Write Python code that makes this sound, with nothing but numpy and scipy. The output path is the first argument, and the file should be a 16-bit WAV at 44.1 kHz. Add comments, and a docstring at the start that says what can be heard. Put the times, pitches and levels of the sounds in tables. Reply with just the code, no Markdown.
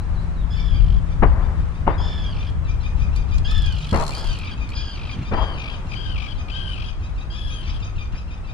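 """A pond bank: gusts rumble on the microphone over far traffic, leaves and a sinking engine drone.
A small bird gives three thin slurs. A bird in the reeds starts its arched, trilled whistles that break
into a stutter, and another begs in quick, soft notes. Four distant gunshots roll back from the trees.
Between them an angler's reel clicks, then its pawl chatters as line is pulled off. Cloth rustles,
and the tackle takes one soft knock near the end."""
import sys
import numpy as np
from scipy import signal
from scipy.fft import rfft, irfft
from scipy.io import wavfile
from scipy.ndimage import uniform_filter1d

SR = 44100
rng = np.random.default_rng(int(sys.argv[2]) if len(sys.argv) > 2 else 0)


def log_audio(samples):
    """Write samples as a 16-bit WAV file to the path given in sys.argv[1]."""
    # one column per channel
    frames = np.atleast_2d(samples).T
    # limit to full scale, then quantise
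    limited = np.clip(frames, -1, 1)
    pcm = np.round(limited * 32767).astype(np.int16)
    wavfile.write(sys.argv[1], SR, pcm)


N = 376261
T = np.arange(N) / SR

# The hoarse breath in a bird's voice. Each row: frequency in Hz, level in dB.
RASP_COLOUR = [(1500, -33), (2000, -11), (2400, -11.5), (2750, -0.5), (3200, 9.5), (3700, -7.5),
               (4400, -3.5), (5000, -6), (5600, -14), (7000, -28.5), (10000, -27.5), (11500, -45.5),
               (15000, -59)]


def undb(db):
    """Decibels to gain."""
    return 10 ** (np.asarray(db) / 20)


def curve(rows, at):
    """Every value column of a table, joined by straight lines."""
    x, *columns = np.transpose(rows)
    return [np.interp(at, x, c) for c in columns]


def over_bins(points, size):
    """Rows of frequency in Hz and value, spread over the bins of a spectrum."""
    hz, value = np.transpose(points)
    return np.interp(np.log(np.arange(size // 2 + 1) * SR / size + 1), np.log(hz), value)


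def noise(colour, size=N, channels=2):
    """Unit noise of a given colour, unrelated between channels."""
    x = irfft(rfft(rng.standard_normal((channels, size))) * undb(over_bins(colour, size)), size)
    return x / x.std()


def walk(rate, size=N):
    """A smooth random wobble with a spread near 1, turning `rate` times a second."""
    k = max(int(SR / rate), 1)
    return 1.202 * uniform_filter1d(np.repeat(rng.standard_normal(size // k + 1), k), k)[:size]


def swells(rows):
    """Bell-shaped swells. Each row: centre in seconds, level in dB, half length in seconds."""
    return sum(undb(db) * np.exp(-((T - s) / half) ** 2) for s, db, half in rows)


def decay(t, t60):
    """An envelope that loses 60 dB in t60 seconds."""
    return np.exp(-np.log(1000) * t / t60)


def pan(left, right, pan_db):
    """Constant-power pan; positive is to the left."""
    pair = np.array([left * undb(pan_db / 2), right * undb(-pan_db / 2)])
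    return pair / np.sqrt(np.cosh(pan_db * np.log(10) / 20))


def place(x, pan_db, lag_ms=0):
    """Pan a mono sound and delay its right channel."""
    i = np.arange(len(x))
    return pan(x, x[np.clip(i - round(lag_ms * SR / 1000), 0, i[-1])], pan_db)


def add(out, s, x):
    """Mix x into out from second s."""
    i = max(int(s * SR), 0)
    out[:, i:i + x.shape[1]] += x[:, :N - i]


def scatter(x, wet_db, t60):
    """Reeds and trees send back a diffuse tail."""
    t = T[:SR // 2]
    tail = rng.standard_normal((2, len(t))) * decay(t, t60) * (t > .004)
    tail /= np.sqrt(np.sum(tail ** 2, axis=1, keepdims=True))
    return x + undb(wet_db) * signal.fftconvolve(x, tail, axes=1)[:, :N]


def wind():
    """Eddies buffet the microphone; strong gusts strike its left side harder."""
    # The rumble. Each row: frequency in Hz, level in dB.
    colour = [(12, -12), (25, -0.5), (48, 2), (80, -3), (125, -14), (200, -26.5), (350, -38.5),
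              (4000, -110)]
    # The strength of the breeze. Each row: time in seconds, level in dB.
    breeze = [(0, -26), (.85, -16.7), (1.05, -19.5), (1.33, -16.3), (1.65, -23.5), (2.28, -25), (3.55, -18),
              (3.85, -28), (5.2, -27.5), (5.75, -29.5), (6.4, -27.3), (8.53, -30.5)]
    # Sudden buffets. Each row: centre in seconds, level in dB, half length in seconds.
    buffets = [(3.95, -25, .04), (4.29, -20.5, .025), (5.405, -18.5, .05), (7.68, -26, .05),
               (7.99, -22.5, .03), (8.14, -25.5, .015)]
    db = 20 * np.log10(np.hypot(undb(curve(breeze, T)[0]), swells(buffets)))
    eddies = (noise(colour) + .75 * noise(colour, channels=1)) * undb(2 * walk(14))
    return pan(*eddies, pan_db=np.clip(.62 * (db + 33), 0, 8)) * undb(db)


def countryside():
    """Far traffic, alike in both ears, under a wide hush of leaves."""
    # The tone of the bed. Each row: frequency in Hz, level in dB.
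    colour = [(53, -20.5), (90, -1), (172, -11), (242, -17), (407, -24), (620, -24), (900, -23),
              (1250, -24.5), (2000, -32.5), (3500, -41.5), (4840, -46.5), (7500, -50.5), (10200, -55),
              (11500, -70), (15500, -100)]
    # Its fader ride. Each row: time in seconds, level in dB.
    ride = [(0, -38), (1.1, -37.5), (2.6, -38), (4.6, -38), (5.9, -37.5), (7, -40), (8.5, -41.5)]
    # Its stereo image. Each row: frequency in Hz, likeness of left and right (1 is mono).
    image = [(100, 0.94), (290, 1), (640, 0.37), (1400, 0.11), (8000, 0.051)]
    likeness = over_bins(image, N)
    mid, side = irfft(rfft(noise(colour)) * np.sqrt([1 + likeness, 1 - likeness]), N)
    air = np.array([(mid + side) * undb(4), (mid - side) * undb(2)]) / np.sqrt(2)
    return air * undb(curve(ride, T)[0] + .57 * walk(6))


def far_engine():
    """A low, wavering drone that sinks and fades."""
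    # Each row: time in seconds, pitch in Hz, level in dB.
    drone = [(0, 168.2, -36), (1, 164, -34), (2.2, 161.4, -36.5), (3.3, 156.2, -38), (3.7, 152.5, -36.5)]
    hz, db = curve(drone, T)
    phase = 2 * np.pi * np.cumsum(hz * (1 + .00844 * walk(12))) / SR
    fade = np.clip((drone[-1][0] + .55 - T) / .28, 0, 1)
    return place(np.sin(phase) * undb(db + 2.4 * walk(9) + .5) * fade, pan_db=-.5)


def small_bird():
    """Thin, pure slurs from further off: each swoops down to a pitch, lingers and slides away."""
    # Each row: centre in seconds, opening, middle and closing pitch in Hz, level in dB.
    slurs = [(.003, 4800, 3910, 6000, -58), (0.189, 4900, 3920, 6460, -55.5), (.392, 4700, 3790, 2980, -58)]
    half_s, fade_db_per_hz = .052, .008  # the higher, the fainter
    tone = np.zeros(N)
    for s, open_hz, middle_hz, close_hz, db in slurs:
        along = np.clip((T - s) / half_s, -1, 1)
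        bend = (np.where(along < 0, open_hz, close_hz) - middle_hz) * along ** 2
        fade = np.sqrt(1 - along ** 2) * undb(db - fade_db_per_hz * bend)
        tone += np.sqrt(2) * fade * np.sin(2 * np.pi * np.cumsum(middle_hz + bend) / SR)
    return scatter(place(tone, pan_db=5), wet_db=-2, t60=.6)


def trill_voice(t, hz, bright_db, sixth_db, sixth_gate):
    """Partials lifted as they cross the throat's resonances, topped by a shrill sixth,
    which the recorder faintly mirrors near 14 kHz."""
    # Each row: multiple of the pitch, level in dB, share of the brightness that it follows.
    partials = [(1, -9, 0.037), (2, 0.5, 0.051), (3, -3.5, 0.95), (4, -18, 0.91), (5, -36, 0.2)]
    # The throat's resonances. Each row: centre in Hz, width in Hz, lift in dB.
    throat = [(2900, 350, 1.5), (4400, 450, 7.5)]
    phase = 2 * np.pi * np.cumsum(hz) / SR
    voice = 0
    for k, db, share in partials:
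        lift_db = sum(peak * np.exp(-((k * hz - centre) / width) ** 2) for centre, width, peak in throat)
        voice += undb(db + share * bright_db + lift_db + 1.9 * walk(117.1, len(t))) * np.sin(k * phase)
    shrill = undb(sixth_db + .5 * walk(900, len(t))) * sixth_gate
    sixth_phase = 6 * phase + .9 * walk(900, len(t))
    recorder_mirror = undb(-20) * np.sin(2 * np.pi * 24000 * t - sixth_phase)
    return np.sqrt(2) * (voice + shrill * (np.sin(sixth_phase) + recorder_mirror))


def trill_call(start, lead, whistle_s, stutter_s, last_s, top_hz, open_share, close_share, rate,
               dip_share, whistle_rough, whistle_db, bright_db, stutter_db, hoarse, last_db, sixth_db):
    """An arched whistle, chopped ever deeper by its trill, breaks into chips and a falling last note."""
    # The whistle's swell. Each row: share of its length, level in dB, brightness in dB.
    swell = [(0, -4, 5), (.12, -2, 5), (.32, 0, 1), (.6, -.5, -3), (.85, -1, -4), (1, -3.5, -3)]
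    crest, chip_low_hz, last_home_hz = .28, 1172, 1660  # the pitch crests early in the whistle
    first, break_at = start - lead, start + whistle_s
    last_at = break_at + stutter_s
    end = last_at + last_s
    t = np.arange(first, end, 1 / SR)
    along = np.clip((t - start) / whistle_s, 0, 1)
    beat = ((t - start) * rate) % 1
    trilling = np.clip(2 * (t - start) * rate, 0, 1)

    # Crossfade whistle, stutter and last note; a lead-in longer than one trill comes out as chips.
    opening = np.clip((start + .003 - t) / .003, 0, 1) * (lead * rate > 1)
    broken = np.maximum(np.clip((t - break_at) / .03 + .5, 0, 1), opening)
    last = np.clip((t - last_at) / .004, 0, 1)
    whistle, stutter = (1 - broken) * (1 - last), broken * (1 - last)

    rising = np.maximum(1 - along / crest, 0)
    falling = np.maximum(along - crest, 0) / (1 - crest)
    arch = 1 - (1 - open_share) * rising ** 2 - (1 - close_share) * falling ** 1.7
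    # Each trill sags, plunges at its end and snaps back up.
    sag = .014 * (.3 + 1.5 * along ** 2) * (beat - .4)
    dip = np.maximum(np.clip((beat - .65) / .35, 0, 1), np.clip(1 - beat / .26, 0, 1)) ** 2 * trilling
    whistle_hz = top_hz * arch * (1.004 - dip_share * dip - sag)
    chip_hz = chip_low_hz + (.98 * top_hz - chip_low_hz) * (1 - beat) ** 2.6
    slide = np.clip(1 - (end - t) / .04, 0, 1) ** 1.5
    last_hz = (top_hz + last_home_hz) / 2 * (1.01 - .1 * slide - .05 * dip)
    hz = whistle * whistle_hz + stutter * chip_hz + last * last_hz
    rough = whistle * (whistle_rough + .048 * dip) + .055 * stutter * (1 - .68 * beat) + .032 * last
    hz *= 1 + rough * walk(2200, len(t)) + (.003 + .02 * stutter) * walk(50, len(t))

    # The airflow is pinched between trills and shuts between chips.
    pinch = .8 * np.cos(np.pi * beat) ** 8 * (.55 + .65 * along) * trilling
    chip = np.clip(np.minimum(beat - .12, .98 - beat) / .25, 0, 1)
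    swell_db, edge_db = curve(swell, along)
    flow = (whistle * (1 - pinch) * undb(whistle_db + swell_db + .5)
            + stutter * chip * undb(stutter_db + 4.5)
            + last * (1 - pinch / 2) * undb(last_db))
    flow *= np.clip(np.minimum(t - first, end - t) / .007, 0, 1) * undb(1.1 * walk(50, len(t)))

    bright_db = whistle * (bright_db + edge_db) + (1 - whistle) * (.5 * bright_db - 7)
    voice = trill_voice(t, hz, bright_db, sixth_db + 17 * (along - .5), sixth_gate=whistle + last / 2)
    # The voice catches in each dip, and in a hoarse chip the tone gives way to rasp.
    catch = undb(-2) * whistle * np.sqrt(dip)
    croak = undb(2) * hoarse * (stutter * (1 - beat / 2) + last)
    rasp = noise(RASP_COLOUR, len(t), channels=1)[0] * (undb(-13.5) + catch + croak)
    return (voice * (1 - hoarse * stutter) + rasp) * flow


def trilling_bird():
    """Nine calls from a bird moving right to left through the reeds."""
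    # Each row: whistle start, then lead-in, whistle, stutter and last note lengths, all in seconds;
    # top pitch in Hz, opening and closing pitch as shares of it, trills per second, pitch dip and
    # roughness as shares; whistle level, brightness and stutter level in dB, hoarse share,
    # last note and sixth partial levels in dB.
    calls = [(.512, .009, .298, .15, .037, 1762, .955, .875, 49.5, .11, .011, -44.6, -6.5, -52, .7, -54, -38),
             (1.991, .013, .344, .132, .036, 1760, .95, .89, 48.8, .11, .011, -40.3, -6, -47, .45, -45, -38),
             (3.452, .008, .3, .133, .042, 1760, .915, .84, 48.9, .11, .011, -34.8, -10.5, -43, .6, -43.5, -41),
             (4.143, .033, .219, .145, .04, 1660, .925, .885, 49.3, .16, .03, -41.5, 1, -43, .35, -43, -31),
             (4.749, .035, .216, .15, .043, 1660, .98, .92, 50.3, .17, .022, -41, .5, -41.5, .3, -44.5, -29),
             (5.351, .031, .224, .125, .06, 1615, .95, .92, 49.8, .08, .013, -37.8, -12, -37, .18, -41, -35),
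             (5.949, .035, .205, .12, .062, 1615, .94, .905, 49, .11, .011, -35.8, -15, -37, .3, -40, -37),
             (6.515, .033, .241, .087, .064, 1600, .95, .925, 46.8, .11, .011, -35.2, -19, -37, .35, -39.5, -32),
             (7.311, .012, .314, .115, .045, 1690, .95, .915, 44.8, .085, .011, -39.3, -11.5, -48.5, .8, -47, -23.5)]
    # Each row: time in seconds, left minus right in dB.
    path = [(.5, -3.5), (4.75, 1.3), (5.95, 13), (7.3, 10)]
    out = np.zeros((2, N))
    for start, lead, *voice in calls:
        pan_db = curve(path, start)[0]
        call = trill_call(start, lead, *voice)
        add(out, start - lead, place(call, pan_db, lag_ms=.027 * max(pan_db, 0)))
    return scatter(out * undb(-.08), wet_db=-9, t60=.52)


def begging_bird():
    """A soft, hoarse note about six times a second, each a little different."""
    # One note. Each row: seconds from its middle, pitch in Hz, level in dB.
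    shape = [(-.065, 1293, -18), (-.048, 1358, -6), (-.034, 1318, -10.5), (-.025, 1175, -3), (0, 1215, -1),
             (.018, 1255, -2.5), (.033, 1237, -13.5), (.048, 1128, -4)]
    # Each row: multiple of the pitch, level in dB.
    partials = [(1, -5), (2, 1.5), (3, -5.5), (4, -8), (5, -11.5), (6, -33), (8, -30)]
    # Each row: middle of a bout's first note in seconds, number of notes.
    bouts = [(.597, 2), (1.125, 9), (2.699, 37)]
    # How hard it begs. Each row: time in seconds, level in dB, share of its usual pitch.
    effort = [(.75, -44, 0.96), (1.15, -52, 0.94), (1.77, -51.5, 1), (2.1, -47, 0.94), (2.7, -43, 0.99),
              (3.5, -38, 1.02), (5, -42.5, 1), (7.2, -44.5, 1.034), (7.55, -38.5, 1.01),
              (8.5, -45.5, 1.016)]
    period_s, dulling = .1611, .073  # high partials drop faster where the note is quiet
    out = np.zeros((2, N))
    t = np.arange(shape[0][0], shape[-1][0], 1 / SR)
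    hz, shape_db = curve(shape, t)
    for s in np.concatenate([first + period_s * np.arange(count) for first, count in bouts]):
        level_db, drift = curve(effort, s)
        late, louder, higher = rng.standard_normal(3)
        waver = 1 + .008 * higher + .012 * walk(60, len(t)) + .017 * walk(1100, len(t))
        phase = 2 * np.pi * np.cumsum(hz * drift * waver) / SR
        note = sum(undb(db + dulling * (k + 1) * shape_db + 4.2 * walk(104, len(t))) * np.sin(k * phase)
                   for k, db in partials)
        note += undb(-9.5) * noise(RASP_COLOUR, len(t), channels=1)[0]
        note *= undb(level_db + shape_db + 1.2 * louder)
        add(out, s + t[0] + .002 * late, place(note, pan_db=3.5, lag_ms=.26))
    return scatter(out, wet_db=-3.5, t60=.36)


def gunshots():
    """Each blast opens with a thump, peaks in a crack, echoes off the trees and rolls away."""
    # Each row: start in seconds, blast in dB, rise and fall in seconds, crack, thump and tail in dB.
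    shots = [(1.221, -9.5, 0.013, 0.017, 0, -25, -24.5), (1.866, -15.5, .012, 0.022, 1, -30, -25.5),
             (3.923, -15.5, 0.025, 0.025, -37, -8, -24), (5.312, -21.5, 0.014, 0.03, -36, -19, -24)]
    # Echoes from the tree line. Each row: centre in seconds, level in dB, half length in seconds.
    echoes = [(1.295, -33.5, 0.015), (1.425, -36, 0.012), (1.9, -25, 0.02), (2.0, -31.5, .007),
              (4.018, -24, 0.035), (4.094, -27.5, 0.0046), (5.385, -24, 0.014), (5.417, -26, 0.024),
              (5.49, -34.5, 0.016)]
    # The tone of blast, rolling tail and echo. Each row: frequency in Hz, level in dB.
    blast_colour = [(40, -8), (130, 5), (250, 0), (430, -2), (850, -6.5), (1150, -8), (1500, -17),
                    (2200, -24.5), (3000, -27.5), (4000, -74), (9000, -101)]
    roll_colour = [(60, 12.5), (200, -2.5), (450, -2), (1000, 0), (1400, -6.5), (2200, -14.5), (3200, -35),
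                   (11000, -92)]
    echo_colour = [(100, -26), (450, -10), (750, 0), (1000, 0.5), (1200, -3.5), (1500, -16.5), (2200, -23),
                   (3200, -23), (9000, -89)]
    # The shots lean left. Each row: frequency in Hz, added left minus right in dB.
    lean = [(150, 1.5), (300, 1.5), (550, 2), (1000, 14.5), (2000, 10.5)]
    thump_hz, thump_s, crack_hz, roll_attack_s = 130, .0026, 880, .034
    out, t = np.zeros((2, N)), T[:SR * 3 // 2]
    for s, blast_db, rise, fall, crack_db, thump_db, tail_db in shots:
        past_peak = np.maximum(t - rise, 0)
        swell = undb(blast_db) * np.where(t < rise, (t / rise) ** .62, np.exp(-past_peak / fall))
        thump = undb(thump_db) * np.sin(2 * np.pi * thump_hz * t)  # the pressure front
        thump *= t / thump_s * np.exp((1 - (t / thump_s) ** 2) / 2)
        crack = undb(crack_db) * np.sin(2 * np.pi * crack_hz * past_peak)
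        crack *= np.exp(-past_peak / .0023) * (1 - np.exp(-past_peak / .00028))
        rolling = undb(tail_db + 2.3 * walk(45, len(t))) * decay(t, t60=1.5)
        rolling *= np.clip(t / roll_attack_s, 0, 1)
        blast = swell * noise(blast_colour, len(t), channels=1)[0]
        tail = .88 * rolling * noise(roll_colour, len(t), channels=1)[0]
        around = (.81 * swell + .45 * rolling) * noise(roll_colour, len(t))
        add(out, s, place(thump + crack + blast + tail, pan_db=-3, lag_ms=.12) + around)
    out += swells(echoes) * (.68 * noise(echo_colour, channels=1) + .5 * noise(echo_colour))
    lean_db = over_bins(lean, N)
    return irfft(rfft(out) * undb([lean_db / 4, -3 * lean_db / 4]), N)


def reel():
    """The pawl snaps over each tooth and rings the spool; the line hisses in step with its speed."""
    # Lone clicks: the reel being handled, and the pawl's slow first and last teeth as line is pulled. 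Each row:
    # start in seconds, level in dB.
    clicks = [(2.4992, -48.5), (3.1602, -33), (3.3404, -42.5), (3.381, -34.5), (3.5112, -32), (3.578, -38),
              (3.6195, -38), (3.6594, -34), (3.7228, -37.5), (4.3865, -36), (4.446, -44), (4.6897, -38.5),
              (4.7012, -40)]
    # One pull of line turns the spool. Each row: time in seconds, ratchet teeth per second.
    pull = [(3.754, 32), (3.855, 37), (3.919, 57), (3.991, 82), (4.043, 72), (4.112, 72), (4.172, 63),
            (4.33, 70), (4.38, 25)]
    # How hard the pawl strikes during the pull. Each row: time in seconds, level in dB.
    force = [(3.75, -40.5), (3.83, -42), (3.89, -38), (3.95, -33.5), (4.06, -32), (4.18, -36), (4.35, -45)]
    # The tone of snap and hiss. Each row: frequency in Hz, level in dB.
    colour = [(100, -36), (2500, 0), (4300, 0), (6500, -2), (10200, -6), (11300, -13.5), (14000, -20),
              (15500, -33)]
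    # The reel's ring. Each row: frequency in Hz, level in dB, seconds to lose 60 dB.
    modes = [(4280, 8, 0.023), (4180, -4, 0.018), (4470, 6, 0.012), (5290, -2.5, 0.035),
             (7540, -6.5, 0.053), (9760, -14.5, 0.095), (9720, -22, 0.045)]
    out, t = np.zeros((2, N)), T[:SR // 10]
    speed = np.interp(T, *np.transpose(pull), left=0, right=0)
    teeth = T[1:][np.diff(np.ceil(np.cumsum(speed) / SR)) > 0]
    teeth_db = curve(force, teeth)[0] + 2.2 * rng.standard_normal(len(teeth))
    for s, db in [*clicks, *zip(teeth, teeth_db)]:
        snap = noise(colour, len(t)) * (1.45 * np.exp(-t / .0016) + .11 * np.exp(-t / .01))
        ring = 0
        for hz, mode_db, t60 in modes:
            louder, higher = rng.standard_normal((2, 2, 1))
            tone = np.sin(2 * np.pi * hz * (1 + .02 * higher) * t)
            ring += undb(mode_db + 2.1 * louder) * tone * decay(t, t60)
        click = (undb(-1) * snap + undb(-6.5) * ring) * np.clip(t / .0012, 0, 1)
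        add(out, s + .001, undb(db) * click)
    line_db, flicker_db, coast_s = -51.3, 3.4, .16
    running = np.abs(uniform_filter1d(speed, int(coast_s * SR))) / speed.max()
    hiss = noise(colour) * running * undb(line_db + flicker_db * walk(200))
    return scatter((out + hiss) * undb([[-1.1], [1.1]]), wet_db=-12, t60=.22)


def rustles():
    """Heavy cloth gives a dull brush as the angler shifts."""
    # Each row: frequency in Hz, level in dB.
    cloth = [(60, -3), (130, 7), (280, -1.5), (500, -31), (2200, -22.5), (3500, -30), (12000, -64)]
    # Each row: centre in seconds, level in dB, half length in seconds.
    moves = [(4.56, -39.5, 0.26), (5.208, -36.5, 0.057), (7.66, -37, 0.044), (8.146, -36, 0.024)]
    return noise(cloth, channels=1) * swells(moves) * undb(5.4 * walk(60))


def knock():
    """One soft, hollow bump as the tackle is handled."""
    # Each row: frequency in Hz, level in dB.
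    colour = [(200, -11), (500, -10), (900, 1), (1300, -4), (2000, -2), (2800, -25), (8000, -50)]
    # One row: centre in seconds, level in dB, half length in seconds.
    bump = [(8.15, -45, .025)]
    return place(noise(colour, channels=1)[0] * swells(bump), pan_db=5)


def scene():
    """Everything heard from the bank."""
    bed = wind() + countryside() + far_engine()
    birds = small_bird() + trilling_bird() + begging_bird()
    return bed + birds + gunshots() + reel() + rustles() + knock()


def record(dry):
    """The recorder rounds off the very highest peaks and cuts the top."""
    top_hz = 15700
    rounded = dry / (1 + dry ** 6) ** (1 / 6)
    return signal.sosfilt(signal.ellip(8, .2, 70, top_hz, fs=SR, output="sos"), rounded)


dry = scene()
out = record(dry)
log_audio(out)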